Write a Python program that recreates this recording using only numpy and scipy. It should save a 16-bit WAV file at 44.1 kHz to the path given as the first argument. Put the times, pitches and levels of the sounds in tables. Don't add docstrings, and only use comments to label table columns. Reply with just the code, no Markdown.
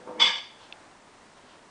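import sys
import numpy as np
from scipy import signal
from scipy.fft import rfft, irfft, next_fast_len
from scipy.io import wavfile
from scipy.ndimage import uniform_filter1d, minimum_filter1d, map_coordinates

SR = 44100
rng = np.random.default_rng(int(sys.argv[2]) if len(sys.argv) > 2 else 0)


def unload_audio(sound):
    columns = np.transpose(np.atleast_2d(sound))
    steps = np.round(np.clip(columns, -1, 1) * 32767)
    wavfile.write(sys.argv[1], SR, steps.astype(np.int16))


N = 74970
TIME = np.arange(N) / SR

# (frequency [Hz], relative density [dB])
ROOM_TONE_COLOUR = [(15, -29), (25, -3.5), (58, -14.5), (92, -8), (184, -7), (249, -2), (362, -4.5),
                    (514, -5.5), (806, -4.5), (960, -3.5), (1400, -9), (1790, -10), (2480, -15),
                    (8230, -22.5), (9800, -25.5), (12700, -67), (21600, -120)]
# (frequency [Hz], time to fall 60 dB [s])
ROOM_DECAY = [(200, 0.46), (900, 0.44), (2150, 0.49), (3400, 0.44), (4800, 0.48), (9000, 0.25)]
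# (time [s], half length [s], level [dB])
PAW_SHIFTS = [(.76, 0.07, -57), (1.48, 0.057, -61.5)]
# (frequency [Hz], relative density [dB])
RUG_COLOUR = [(100, -23), (300, -2), (800, 9), (1100, -7), (1600, 4), (3000, -14), (8000, -35)]
# (time [s], half length [s], level [dB])
SNIFF_PUFFS = [(0.631, 0.029, -54.5), (.72, 0.085, -70), (1.378, .01, -59), (1.507, 0.045, -58.5)]
# (frequency [Hz], relative density [dB])
SNIFF_HISS = [(300, -10), (1000, 6.5), (2000, -5), (3200, 3.5), (4500, -3), (6000, -10), (9000, -21.5)]
# (frequency [Hz], relative level [dB], time to fall 60 dB [s])
TICK_RESONANCES = [(2720, -1, 0.0086), (3450, -4.5, 0.011), (3080, 3.5, 0.0045), (4070, -7.5, 0.0058)]
# (time [s], level [dB])
HUFF_ENVELOPE = [(0, -49), (.045, -52.5), (.071, -43.5), (.075, -36), (.095, -35.5), (.125, -40),
                 (.148, -48), (.162, -42.5), (.195, -39.5), (.24, -39), (.31, -51)]
# (frequency [Hz], relative density [dB])
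BREATH_COLOUR = [(80, -28), (140, -18.5), (200, 0), (330, -3), (560, -0.5), (1000, -4), (1350, -12.5),
                 (1500, -17), (2400, -26.5), (5000, -44)]
# (frequency [Hz], relative level [dB])
THROAT_MODES = [(198, -12), (309, -4), (400, -14), (495, -1), (623, -10), (915, -3)]
# (time [s], level [dB])
BLAST_ENVELOPE = [(.19, -62), (.199, -28.5), (.205, -17.5), (.214, -18.5), (.222, -16), (.25, -20.5),
                  (.275, -23.5), (.305, -28.5), (.33, -39), (.385, -36), (.41, -68)]
# (frequency [Hz], relative density [dB])
BLAST_COLOUR = [(60, -23), (130, -18), (220, -10.5), (420, -15), (700, -6), (1100, 0.5), (1450, -2),
                (1850, -1.5), (2450, 1), (2750, 1.5), (3300, 2.5), (3800, 0.5), (4120, -8), (4600, -2),
                (6000, -14), (6700, -25.5), (8000, -26.5), (8700, -31.5), (10000, -31.5)]
# (frequency [Hz], half width [Hz], relative level [dB])
NOSE_MODES = [(496, 22, -13.5), (925.6, 32, -4.5), (1062, 40, -15), (1188, 32, -10), (2075, 30, -7.5),
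              (2195, 45, -7.5), (2369, 30, -9), (2980, 50, -5.5), (3099, 28, -3.5), (3378, 24, 2),
              (3434, 34, -4), (3580, 40, -1.5), (4793, 40, -8.5)]
# (frequency [Hz], half width [Hz], relative level [dB])
NOSTRIL_MODES = [(1060, 150, -3), (2210, 63, 4.5), (3050, 90, 8), (3400, 110, 7.5), (4500, 150, -2),
                 (4790, 170, 0.5), (4920, 60, -1), (5440, 96, -2.5), (5690, 86, -4.5), (6207, 91, -1),
                 (6970, 190, -16.5), (7610, 70, -8.5), (7950, 190, -13.5)]
# (frequency [Hz], half width [Hz], relative level [dB])
MOUTH_MODES = [(1701, 97, -3.5), (2130, 28, 3), (2193, 78, -2), (2880, 70, -9)]


def amp(db):
    return 10 ** (np.asarray(db) / 20)


def unit_rms(x):
    return x / np.sqrt(np.mean(x ** 2) + 1e-20)


def value_at(points, hz):
    freqs, values = np.transpose(points)
    return np.interp(np.log(hz + 1), np.log(freqs + 1), values)


def envelope(points):
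    times, db = np.transpose(points)
    return amp(np.interp(TIME, times, db)) * (TIME >= times[0]) * (TIME < times[-1])


def filtered(x, response):
    size = next_fast_len(N + SR // 2)
    return irfft(rfft(x, size) * response(np.fft.rfftfreq(size, 1 / SR)), size)[:N]


def noise(colour):
    return unit_rms(filtered(rng.standard_normal(N), lambda hz: amp(value_at(colour, hz))))


def resonant_noise(modes, window=1300):
    def response(hz):
        return sum(amp(db) / (1 + ((hz - centre) / width) ** 2) ** 1.2 for centre, width, db in modes)
    ring = filtered(rng.standard_normal(N), response)
    return ring / np.sqrt(np.abs(uniform_filter1d(ring ** 2, window)) + 1e-20)


def wobble(hz):
    return map_coordinates(rng.standard_normal(2048), [TIME * hz], mode="mirror")


def swell(at_s, width_s):
    return np.exp(-.5 * ((TIME - at_s) / width_s) ** 2)


def puffs(events, colour):
    return noise(colour) * sum(amp(db) * swell(at_s, width_s) for at_s, width_s, db in events)


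def room_tone(level_db=-54, wander_db=0.44):
    return amp(level_db + wander_db * wobble(hz=6)) * noise(ROOM_TONE_COLOUR)


def reverb(direct, level_db=-5.5, delay_s=.008):
    hz, t, bands = signal.stft(rng.standard_normal(SR * 3 // 4), SR, nperseg=256)
    decay = amp(-60 * t / value_at(ROOM_DECAY, hz)[:, None])
    spectrum = rfft(signal.istft(bands * decay, SR, nperseg=256)[1])
    colour = np.sqrt(uniform_filter1d(np.abs(spectrum) ** 2, size=45))
    tail = irfft(spectrum / colour)[:SR // 2]
    tail = np.pad(tail / np.linalg.norm(tail), (int(delay_s * SR), 0))
    return amp(level_db) * signal.fftconvolve(direct, tail)[:N]


def paws():
    return puffs(PAW_SHIFTS, RUG_COLOUR)


def sniffs():
    return puffs(SNIFF_PUFFS, SNIFF_HISS)


def mouth_tick(at_s=.7252, gain_db=-22.5, attack_s=.0005, low_cut_hz=2070):
    age = np.maximum(TIME - at_s, 0)
    ring = sum(amp(db - 60 * age / t60) * np.sin(2 * np.pi * hz * age) for hz, db, t60 in TICK_RESONANCES)
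    onset = 1 - np.exp(-age / attack_s)
    low_cut = signal.butter(4, low_cut_hz, "high", fs=SR, output="sos")
    return amp(gain_db) * signal.sosfilt(low_cut, ring * onset)


def throat_partial(hz, db, waver_rate_hz=71.8, waver_hz=9.1, waver_db=3):
    phase = 2 * np.pi * np.cumsum(hz + waver_hz * wobble(waver_rate_hz)) / SR
    return amp(db + waver_db * wobble(waver_rate_hz)) * np.sin(phase + rng.uniform(0, 2 * np.pi))


def huff(breath_db=-5, roughness_db=1.4, ring_db=-4.5):
    breath = amp(breath_db + roughness_db * wobble(hz=221.4)) * noise(BREATH_COLOUR)
    ring = amp(ring_db) * unit_rms(sum(throat_partial(hz, db) for hz, db in THROAT_MODES))
    return envelope(HUFF_ENVELOPE) * (ring + breath)


def sneeze(full_blast_db=-17, flutter_db=2, whistle_hz=3382):
    force = envelope(BLAST_ENVELOPE) / amp(full_blast_db)
    hiss = amp(-8) * resonant_noise(NOSTRIL_MODES) + amp(-8.5) * noise(BLAST_COLOUR)
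    ring = amp(-2) * resonant_noise(NOSE_MODES, window=700)
    flutter = amp(flutter_db * wobble(hz=170.36))
    jet = (force ** 1.16 * ring + force * hiss) * flutter
    whistle = amp(-11.5) * swell(at_s=.2245, width_s=.0043) * np.sin(2 * np.pi * whistle_hz * TIME)
    mouth_air = amp(-30.5) * swell(at_s=.273, width_s=.039) * resonant_noise(MOUTH_MODES)
    return amp(full_blast_db) * jet + whistle + mouth_air


def scene():
    dog = sneeze() + huff() + sniffs() + paws()
    background = room_tone() + reverb(dog)
    return (background + dog + mouth_tick())[None]


def gain_control(x, threshold_db=-22, cut_per_db=0.11, hold_s=0.21, release_s=0.18):
    level_db = 10 * np.log10(np.abs(uniform_filter1d(x ** 2, size=220)) + 1e-12)
    gain_db = -cut_per_db * np.maximum(level_db - threshold_db, 0)
    hold, release = int(hold_s * SR), int(release_s * SR)
    held_db = minimum_filter1d(gain_db, hold, origin=(hold - 1) // 2, mode="nearest")
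    released_db = uniform_filter1d(held_db, release, origin=(release - 1) // 2, mode="nearest")
    return x * amp(np.minimum(held_db, released_db))


def record(dry):
    band_limit_hz = 10150
    return filtered(gain_control(dry[0]), lambda hz: 1 / (1 + (hz / band_limit_hz) ** 240))[None]


dry = scene()
out = record(dry)
unload_audio(out)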